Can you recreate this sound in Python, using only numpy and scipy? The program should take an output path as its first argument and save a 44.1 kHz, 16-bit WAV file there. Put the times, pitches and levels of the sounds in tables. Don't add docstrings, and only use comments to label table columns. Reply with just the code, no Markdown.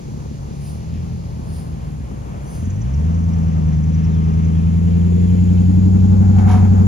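import sys
import numpy as np
from scipy import signal
from scipy.fft import rfft, irfft, next_fast_len
from scipy.io import wavfile
from scipy.ndimage import map_coordinates

SR = 44100
rng = np.random.default_rng(int(sys.argv[2]) if len(sys.argv) > 2 else 0)


def pcm_store(signal):
    levels = np.round(np.clip(np.atleast_2d(signal), -1, 1) * 32767)
    wavfile.write(sys.argv[1], SR, levels.astype(np.int16).T)


N = 302967
T = np.arange(N) / SR

# (t/s, firing rate f/Hz)
IDLING_SPEED = [(0, 35.2), (.6, 35.5), (.83, 40), (1.03, 42.5), (1.22, 41.3), (1.35, 39.1), (1.63, 40.4),
                (1.85, 38.6), (2.37, 33), (2.52, 35.5), (2.62, 42)]
PULLING_SPEED = [(2.76, 49.3), (2.87, 62.3), (3.0, 76.2), (3.13, 82.9), (3.3, 83.4), (3.76, 77.2),
                 (4.03, 80.9), (4.35, 80.2), (5.08, 85.9), (5.3, 88.6), (5.58, 88.7), (5.83, 91.7),
                 (6.45, 94.9), (6.87, 92.7)]
CYLINDERS = [(0.016, 0.27), (0.163, 0.79), (0, 1.1), (0.015, 0.87), (0.15, 0.7), (0.012, 0.92),
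             (0.13, 0.66), (0.14, 0.44)]
# (harmonic of engine cycle, level/dB ahead, level/dB at the side)
LOPE_LINES = [(5, -30.5, -30.5), (7, -35, -30.5), (9, -33.5, -46), (10, -31, -40.5), (11, -32, -43),
              (12, -38.5, -34), (13, -47, -39), (14, -41.5, -35), (15, -41.5, -34.5), (17, -43.5, -44.5),
              (18, -25.5, -28), (19, -48, -35), (20, -33.5, -45), (21, -32, -39.5), (22, -40, -46),
              (24, -33.5, -42.5), (26, -44.5, -49), (29, -42.5, -49), (32, -48.5, -51)]
# (harmonic of engine cycle, relative level/dB)
IDLE_LINES = [(24, 1), (32, -0.5), (37, -12.5), (40, -9), (48, -22), (56, -22)]
# (f/Hz, level/dB)
IDLE_PIPE = [(55, -13.5), (70, -1), (83, 3.5), (105, -3.5), (124, 1), (145, 2.5), (175, -0.5), (210, -1.5),
             (250, -8), (330, -9)]
# (f/Hz, level/dB)
PUFF_PIPE = [(15, -45), (30, -26), (55, -7), (85, -5.5), (125, -11.5), (165, -15.5), (210, -4), (250, -11),
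             (290, -21.5), (340, -24.5), (500, -34), (900, -50), (2000, -77.5)]
# (f/Hz, level/dB)
GROWL_COLOUR = [(150, -50.5), (270, -10.5), (320, -0.5), (400, 2.5), (470, 3.5), (540, -4), (620, -14),
                (800, -13), (1100, -34), (2000, -57)]
# (t/s, level/dB)
GROWL_LEVEL = [(0, -39.5), (2, -54.5), (2.7, -51.5), (3.05, -42), (3.8, -47.5), (4.6, -41), (5.2, -37),
               (5.7, -39), (6.2, -37.5), (6.87, -36.5)]
# (loudest t/s, half-length/s, harmonic of engine cycle, level/dB before the lift)
OVERTONES = [(4.27, .25, 41, -43), (4.95, .15, 43, -43), (5.1, .17, 34, -37), (5.3, .3, 42, -42),
             (5.6, .25, 46, -48), (5.65, .35, 25, -34), (5.85, .5, 26, -36), (6, .25, 35, -43),
             (6.05, .25, 28, -41), (6.25, .25, 32, -42), (6.25, .45, 43, -47), (6.55, .4, 39, -47),
             (6.6, .3, 21, -30), (6.7, .25, 36, -42), (6.85, .25, 24, -36)]
# (f/Hz, gain/dB)
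OVERTONE_LIFT = [(250, 0), (480, 8)]
# (f/Hz, level/dB)
RASP_COLOUR = [(200, -14), (350, -0.5), (500, 2), (700, -2.5), (900, -4), (1200, -6.5), (1500, -15.5),
               (2500, -38.5)]
# (t/s, level/dB)
RASP_LEVEL = [(0, -51), (1, -50), (2.9, -45.5), (5.3, -46.5), (6.87, -40)]
# (f/Hz, level/dB)
INTAKE_COLOUR = [(550, -27), (720, 1.5), (820, 11), (930, -14.5), (1150, -11.5), (1400, -5), (1700, -13.5),
                 (2400, -21.5), (4000, -46)]
# (t/s, f/Hz, level/dB)
SALOON_HUM = [(0, 45.4, -58.5), (.9, 48.5, -38.5), (1.3, 52.9, -35), (1.75, 55.85, -33.5),
              (2.3, 58.5, -32.5), (2.6, 57.3, -33.5), (3.5, 61.7, -56.5), (6.87, 60.2, -77)]
# (f/Hz, level/dB)
TYRE_COLOUR = [(600, -8), (1100, -9.5), (1700, -2.5), (2400, -3), (3200, -4.5), (4100, -8), (6000, -8),
               (9000, -53)]
# (f/Hz, level/dB)
HISS_COLOUR = [(3400, -13), (4400, -1.5), (5500, -2.5), (6400, 4), (6900, 3), (7600, -7), (8600, -12.5),
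               (10300, -4.5), (12000, -11), (15500, -27)]
# (t/s, level/dB)
HISS_LEVEL = [(0, -56.5), (1.9, -58), (2.5, -58), (4.1, -60), (5.4, -55), (6.87, -56)]
# (centre f/Hz, width/Hz, relative level/dB)
CHORUS_BANDS = [(4400, 400, -61), (5100, 250, -62), (6750, 170, -67)]
# (t/s, level/dB)
CHORUS_LEVEL = [(0, -67), (1.6, -60), (2, -65.5), (6.87, -72.5)]
CHIRP_TIMES = [0.685, 1.567, 2.548]
# (f/Hz, level/dB)
WING_COLOUR = [(3500, -24.5), (5000, -14.5), (6500, -24), (8500, -21.5), (9400, -2.5), (10000, -3.5),
               (10500, -13), (13000, -32), (14300, -12), (15500, -25)]
# (start t/s, length/s, first f/Hz, last f/Hz, level/dB, random pitch flutter/Hz)
BIRD_CALLS = [(.6, 0.12, 2750, 2600, -55, 447), (0.921, 0.09, 2870, 2600, -53, 450),
              (4.088, 0.18, 4100, 2500, -57, 110), (5.11, .07, 3650, 3100, -60, 55),
              (5.208, 0.1, 3600, 3120, -61, 55)]
# (t/s, level/dB)
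WHINE_LEVEL = [(0, -83), (2.8, -66), (3.2, -47), (3.7, -62), (4.2, -43.5), (4.7, -49), (5.2, -62.5),
               (6.87, -60)]
# (t/s, f/Hz, level/dB, random pitch flutter/Hz)
BELT_SQUEAL = [(2.44, 6420, -75, 40.4), (2.465, 6050, -52, 50), (2.49, 6100, -50, 50.3),
               (2.505, 6300, -54, 70.3), (2.575, 6270, -52, 90), (2.61, 6420, -51, 230),
               (2.66, 6580, -52, 376), (2.73, 6500, -62, 398)]
# (middle t/s, f/Hz, level/dB)
BELT_SLIPS = [(2.66, 6560, -46.5), (2.704, 6440, -44), (2.765, 5840, -50), (2.82, 6160, -42),
              (2.944, 5930, -46), (3.149, 6160, -50), (3.339, 5730, -48), (3.84, 6050, -51),
              (3.949, 5870, -45), (4.05, 5620, -47), (4.15, 5760, -51), (4.45, 6400, -47)]
# (t/s, level/dB, time to fall 60 dB/s, brightness/dB per octave)
KNOCKS = [(6.383, -37, 0.24, 0.5), (6.41, -48.5, .18, 1), (6.473, -34.5, 0.22, -2.5),
          (6.486, -35.5, 0.44, 1.5), (6.499, -32, 0.22, -5), (6.512, -38, 0.28, 4), (6.535, -33, 0.3, -8.5),
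          (6.548, -40, 0.18, -1), (6.569, -37, 0.3, -1.5), (6.622, -41, 0.21, -3.5),
          (6.648, -42.5, 0.18, -1)]
# (f/Hz, relative level/dB, time to fall 60 dB/s)
PLATE_MODES = [(737, 7, .15), (905, -4.5, .26), (937, -3, .2), (989, -6.5, .3), (1074, -10.5, .26),
               (1254, -9, .28), (1330, -12, .26), (1464, -12, .26), (1572, -15, .3), (1620, -15, .26),
               (1733, -14.5, .3), (2130, -12.5, .18), (2234, -10.5, .2), (2449, -17.5, .25),
               (2665, -13.5, .19), (3138, -15.5, .25), (3747, -18, .21), (5800, -22, .15)]
# (f/Hz, level/dB)
CRUNCH_COLOUR = [(400, -21), (700, -5.5), (950, -2), (1400, -7), (2200, -11), (3200, -16.5), (4500, -21),
                 (6600, -18), (8300, -41.5), (10300, -20), (12500, -43.5), (15000, -38.5)]
# (f/Hz, phase/radians)
LEFT_LEAD = [(50, 0.06), (90, 0.39), (180, 1.14), (290, 1.26), (480, 2.5), (950, 2.5), (1300, 3.5),
             (2200, 5), (3000, 7.5), (7000, 4.5), (9600, 4), (14400, 4)]
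# (f/Hz, likeness 0-1)
LIKENESS = [(200, 0.88), (500, 0.52), (1200, 0.64), (3000, 0.54), (6500, 0.27), (12000, 0.16)]
# (f/Hz, level/dB)
LEFT_TILT = [(60, -0.5), (180, 2), (350, 4), (1000, 2.5), (2500, 0.3), (6000, -4), (9000, 0.5)]

ROLL_S, TRUCK_M_PER_S2, BEHIND_M, LANE_M = 2.45, 1.57, 13.83, 5.4
PEDAL_S, PEDAL_RISE_S = 2.45, 0.23
IDLE_HZ, LOAD_FROM_HZ, LOAD_SPAN_HZ = 34.9, 47.2, 30.6

BOOM_DB, OCTAVE_DB = -16, -16
BOOM_SHADE_DB, OCTAVE_SHADE_DB = 0.5, 8
LUNGE_S, LUNGE_SPAN_S = 2.95, 0.32
LUNGE_DB, LUNGE_OCTAVE_DB = 2.5, -3.5
ROUGH_DB = 0.03
SURGE_DB, SURGE_HZ, SURGE_WIDTH_HZ = -23.5, 101, 25
IDLE_DB, IDLE_DB_PER_HZ, PEDAL_DB = -33.5, 0.39, 8
BURBLE_IDLE_DB, BURBLE_LOAD_DB, BURBLE_FLARE_DB = -34.5, -45.5, 6.5
SCATTER_IDLE, SCATTER_LOAD = 0.61, 0.13
THROB_LAG = .03
TURN_FROM, TURN_SPAN = 0.44, .2
BLUR_RAD, BLUR_HZ = .6, 30
OVERTONE_PULSE = 0.63
INTAKE_DB, INTAKE_BEAM_DB = -41, 40

SALOON_PASS_S, SALOON_PASS_WIDTH_S = 4.16, 2.16
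TYRE_DB, FAR_TYRE_DB = -50, -56
DIP_S, DIP_HZ, DIP_RISE_HZ_PER_S2 = 3.57, 4310, 310
DIP_STRENGTH, DIP_SPAN_S = 0.47, 2.36
GRIT_PER_S, GRIT_HZ, GRIT_RING_S, GRIT_DB = 55, 2600, 0.008, -42.48
GRIT_S, GRIT_SPAN_S = 5.0, .9

CHIRP_DB, CHIRP_HALF_S, TOOTH_HZ = -44, 0.081, 472
TRILL_FROM_S, TRILL_RISE_S = 4.3, 0.97
TRILL_HZ, TRILL_PULSE_HZ, TRILL_DB = 6890, 24.5, -57.5
BRIGHT_PIVOT_HZ = 1500
TOP_HZ = 15800


def amp(db):
    return 10 ** (np.asarray(db) / 20)


def unit(x):
    return x / np.sqrt(np.mean(x ** 2) + 1e-20)


def ramp(x):
    return np.clip(x, 0, 1)


def along(points, hz):
    f, v = np.transpose(points)
    return np.interp(np.log(hz + 1), np.log(f + 1), v)


def curves(rows):
    s, *cols = np.transpose(rows)
    return [np.interp(T, s, c) for c in cols]


def wobble(rate):
    return map_coordinates(rng.standard_normal(int(N * rate / SR) + 4), [T * rate])


def tone(hz):
    return np.sin(2 * np.pi * np.cumsum(hz) / SR)


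def filtered(x, response):
    m = next_fast_len(N + SR // 2)
    return irfft(rfft(x, m) * response(np.fft.rfftfreq(m, 1 / SR)), m)[..., :N]


def noise(spectrum):
    return unit(filtered(rng.standard_normal(N), lambda hz: amp(along(spectrum, hz))))


def diffuse(spectrum):
    turn = lambda hz: np.arccos(np.clip(along(LIKENESS, hz), -1, 1)) / 2
    pair = np.array([noise(spectrum), noise(spectrum)])
    shared, different = filtered(pair, lambda hz: np.array([np.cos(turn(hz)), np.sin(turn(hz))]))
    return np.array([shared + different, shared - different])


def from_road(x):
    half = np.array([[.5], [-.5]])
    return filtered(x, lambda hz: amp(half * along(LEFT_TILT, hz)) * np.exp(1j * half * along(LEFT_LEAD, hz)))


def rush(spectrum):
    pair = from_road(diffuse(spectrum))
    return pair / np.std(pair.mean(axis=0))


def approach():
    travelled = .5 * TRUCK_M_PER_S2 * np.maximum(T - ROLL_S, 0) ** 2
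    distance = np.hypot(LANE_M, BEHIND_M - travelled)
    return 20 * np.log10(distance[0] / distance), LANE_M / distance


def puffs(firings, body, scatter):
    number = np.arange(int(firings[-1]))
    delay, strength = np.array(CYLINDERS)[number % len(CYLINDERS)].T
    chance = rng.standard_normal((len(number), 2))
    scatter = np.interp(number, firings, scatter * np.ones(N))
    moment = number + delay + 0.075 * scatter * chance[:, 0]
    when = np.interp(moment, firings, np.arange(N)).astype(int)
    train = np.bincount(when, -strength * (1 + scatter * chance[:, 1]), N)
    cepstrum = irfft(np.log(amp(along(body, np.fft.rfftfreq(SR, 1 / SR)))))
    fold = 2 * (np.arange(SR) < SR // 2) - (np.arange(SR) == 0)
    ring = irfft(np.exp(rfft(cepstrum * fold)))
    return unit(signal.fftconvolve(train, ring[:SR // 2])[:N])


def idle_lines(firings):
    cycles = firings / len(CYLINDERS)
    total = 0
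    for harmonic, db in IDLE_LINES:
        phase = round(harmonic) * cycles + rng.uniform()
        total = total + amp(db + 1.6 * wobble(3)) * np.cos(2 * np.pi * phase)
    return total


def lope(firings, alongside):
    cycles, octave = firings / len(CYLINDERS), 2 * len(CYLINDERS)
    turn = ramp((alongside - TURN_FROM) / TURN_SPAN)
    total = 0
    for harmonic, ahead_db, side_db in LOPE_LINES:
        k = round(harmonic)
        lag = THROB_LAG * (k - octave) ** 2 / 2
        phase = k * cycles - lag + 0.11 * rng.normal()
        level = amp(ahead_db + (side_db - ahead_db) * turn + wobble(2.975))
        total = total - level * np.cos(2 * np.pi * phase)
    return total


def exhaust(rate, firings, load):
    near_db, alongside = approach()
    shade = alongside ** 4
    pedal = ramp((T - PEDAL_S) / PEDAL_RISE_S)
    note = -np.cos(2 * np.pi * firings)
    octave = -np.cos(4 * np.pi * firings + np.pi / 10)

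    lunge = np.exp(-((T - LUNGE_S) / LUNGE_SPAN_S) ** 2)
    boom = amp(BOOM_DB + LUNGE_DB * lunge - BOOM_SHADE_DB * shade) * note
    boom = boom + amp(OCTAVE_DB + LUNGE_OCTAVE_DB * lunge - OCTAVE_SHADE_DB * shade) * octave
    loaded = load * amp(ROUGH_DB * wobble(3.8)) * (boom + lope(firings, alongside))

    resonance = np.exp(-((2 * rate - SURGE_HZ) / SURGE_WIDTH_HZ) ** 2)
    surge = amp(SURGE_DB) * pedal * resonance * octave

    speed_up_hz = np.minimum(rate, LOAD_FROM_HZ) - IDLE_HZ
    idle_db = IDLE_DB + IDLE_DB_PER_HZ * speed_up_hz * (1 - pedal) + PEDAL_DB * pedal
    idle = amp(-0.5 + 1.5 * wobble(12.0)) * octave + idle_lines(firings)
    idle = filtered((1 - load) * amp(idle_db) * idle, lambda hz: amp(along(IDLE_PIPE, hz)))

    light_db = BURBLE_IDLE_DB + BURBLE_FLARE_DB * pedal
    burble_db = light_db * (1 - load ** 2) + BURBLE_LOAD_DB * load ** 2
    scatter = SCATTER_IDLE + (SCATTER_LOAD - SCATTER_IDLE) * load
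    burble = amp(burble_db) * puffs(firings, PUFF_PIPE, scatter)
    return from_road(amp(near_db) * (loaded + surge + idle + burble))


def overtones(firings):
    cycles = firings / len(CYLINDERS)
    swells = 0
    for s, span, harmonic, db in OVERTONES:
        swell = amp(db + 1.5 * wobble(10)) * np.exp(-((T - s) / span) ** 2)
        phase = 2 * np.pi * (harmonic * cycles + rng.uniform()) + BLUR_RAD * wobble(BLUR_HZ)
        swells = swells + swell * np.cos(phase)
    pulse = 1 + OVERTONE_PULSE * np.cos(2 * np.pi * cycles)
    return filtered(swells * pulse, lambda hz: amp(along(OVERTONE_LIFT, hz)))


def silencer(firings):
    growl = amp(curves(GROWL_LEVEL)[0]) * puffs(firings, GROWL_COLOUR, scatter=0.5)
    return from_road(growl + overtones(firings))


def gas_noise(firings):
    alongside = approach()[1]
    pulse = unit(1 + 0.1 * np.cos(2 * np.pi * firings) + 0.11 * np.cos(np.pi * firings / 4))
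    rasp = amp(curves(RASP_LEVEL)[0] + 1.2 * wobble(9.7)) * rush(RASP_COLOUR)
    intake_db = INTAKE_DB - INTAKE_BEAM_DB * (1 - alongside)
    intake = amp(intake_db + 3.1 * wobble(26)) * rush(INTAKE_COLOUR)
    return pulse * (rasp + intake)


def saloon_engine():
    hz, db = curves(SALOON_HUM)
    return from_road(amp(db + 1.3 * wobble(2.1)) * tone(hz))


def far_traffic():
    return amp(-31.5) * rush([(15, -31.0), (45, -7.5), (150, -4.0), (300, -18), (1000, -39.0), (3000, -83.5)])


def off_asphalt(x):
    since = T - DIP_S
    dip_hz = DIP_HZ + DIP_RISE_HZ_PER_S2 * since ** 2
    strength = DIP_STRENGTH * np.exp(-(since / DIP_SPAN_S) ** 4)
    late = np.arange(N) - SR / (2 * dip_hz)
    copy = np.array([map_coordinates(side, [late]) for side in x])
    return (x + strength * copy) / np.sqrt(1 + strength ** 2)


def tyres():
    passing = amp(TYRE_DB) * np.exp(-((T - SALOON_PASS_S) / SALOON_PASS_WIDTH_S) ** 2)
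    level = np.hypot(passing, amp(FAR_TYRE_DB))
    roll = level * amp(0.85 * wobble(14)) * rush(TYRE_COLOUR)
    hiss = amp(curves(HISS_LEVEL)[0]) * rush(HISS_COLOUR)
    return off_asphalt(roll + hiss)


def far_chorus():
    def shrill(f):
        return sum(amp(db) / np.sqrt(w) / (1 + ((f - hz) / w * 2) ** 2) for hz, w, db in CHORUS_BANDS)
    chorus = unit(filtered(rng.standard_normal((2, N)), shrill))
    return amp(curves(CHORUS_LEVEL)[0]) * chorus


def near_insect():
    swell = sum(np.exp(-np.abs((T - s) / CHIRP_HALF_S) ** 1.4) for s in CHIRP_TIMES)
    teeth = unit(amp(4 * np.cos(2 * np.pi * TOOTH_HZ * T + 1.5 * wobble(150))))
    return amp(CHIRP_DB) * from_road(swell * teeth * noise(WING_COLOUR))


def birds():
    song = np.zeros(N)
    for s, length, first_hz, last_hz, db, flutter_hz in BIRD_CALLS:
        u = ramp((T - s) / length)
        hz = first_hz * (last_hz / first_hz) ** u + flutter_hz * wobble(900)
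        song += amp(db) * np.sqrt(4 * u * (1 - u)) * tone(hz)
    return song


def belt(firings):
    whine_cycles = 15.45 * firings
    whine_level = amp(curves(WHINE_LEVEL)[0] + 1.8 * wobble(23))
    whine = whine_level * np.sin(2 * np.pi * whine_cycles + .5 * wobble(30))
    hz, db, flutter_hz = curves(BELT_SQUEAL)
    squeal = amp(db + 2.5 * wobble(92)) * tone(hz + flutter_hz * wobble(1100))
    for s, pitch_hz, level_db in BELT_SLIPS:
        t = T[:SR // 25] - .02
        glide_hz = pitch_hz + 330 * wobble(1600)[:len(t)]
        slip = amp(level_db) * np.exp(-(t / 0.0085) ** 2) * tone(glide_hz)
        squeal[round((s + t[0]) * SR):][:len(t)] += slip
    strain = np.exp(-((T - 3.6) / 1.1) ** 4)
    turns = np.cos(np.pi * firings / 4) ** 16
    scratch = noise([(4500, -31.0), (5400, -5.0), (6400, -2.5), (7300, -29.5)])
    squeal += strain * turns * amp(-54.0 + 1.2 * wobble(26)) * scratch
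    return from_road(whine + squeal)


def grit():
    count = int(GRIT_PER_S * N / SR)
    when, pitch, smallness = rng.random((count, 3)).T[:, :, None]
    t = T[:SR // 25]
    hz = GRIT_HZ * 2 ** (.7 * (pitch - .5))
    fade = np.exp(-t / GRIT_RING_S) * (1 - np.exp(-t / .001))
    pings = amp(-12 * smallness) * fade * np.sin(2 * np.pi * hz * t)
    index = (when * N).astype(int) + np.arange(len(t))
    spray = np.bincount(index.ravel(), pings.ravel(), N)[:N]
    stretch = np.exp(-((T - GRIT_S) / GRIT_SPAN_S) ** 2)
    return from_road(amp(GRIT_DB) * stretch * spray)


def trill():
    pulse = 1 + 0.16 * np.sin(2 * np.pi * TRILL_PULSE_HZ * T + wobble(9))
    band = unit(filtered(rng.standard_normal(N), lambda hz: 1 / (1 + ((hz - TRILL_HZ) / 170) ** 2)))
    return amp(TRILL_DB) * ramp((T - TRILL_FROM_S) / TRILL_RISE_S) * pulse * band


def clatter():
    scrape, power = np.zeros((2, N)), np.zeros((len(PLATE_MODES), N))
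    hz, level, life = np.array(PLATE_MODES).T[:, :, None]
    crunch = amp(1.5 * wobble(500)) * diffuse(CRUNCH_COLOUR)
    size = SR // 2
    burst_hz = np.fft.rfftfreq(size, 1 / SR)
    for i, (s, db, t60, bright_db) in enumerate(KNOCKS):
        start = round(s * SR)
        t = T[:min(size, N - start)]
        attack = 1 - np.exp(-t / 0.0013)
        tilt = lambda f: bright_db * np.log2(np.clip(f, 500, 6000) / BRIGHT_PIVOT_HZ)
        piece = crunch[:, i * size:][:, :size]
        burst = irfft(rfft(piece) * amp(tilt(burst_hz)), size)
        scrape[:, start:][:, :len(t)] += attack * amp(db - 60 * t / t60) * burst[:, :len(t)]
        power[:, start:][:, :len(t)] += (attack * amp(db + tilt(hz) + level - 60 * t / life)) ** 2
    ring = 0
    for p, f in zip(power, hz):
        ring = ring + np.sqrt(p) * np.sin(2 * np.pi * (f * T + rng.uniform()) + .2 * wobble(60))
    return amp(-0.5) * scrape + amp(-1.5) * ring


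def scene():
    rate, = curves([*IDLING_SPEED, *PULLING_SPEED])
    firings = np.cumsum(rate) / SR
    load = ramp((rate - LOAD_FROM_HZ) / LOAD_SPAN_HZ)
    truck = exhaust(rate, firings, load) + silencer(firings) + gas_noise(firings) + belt(firings)
    road = saloon_engine() + far_traffic() + tyres() + grit() + clatter()
    nature = far_chorus() + near_insect() + birds() + trill()
    return truck + road + nature


def record(dry):
    return filtered(dry, lambda hz: hz < TOP_HZ)


dry = scene()
out = record(dry)
pcm_store(out)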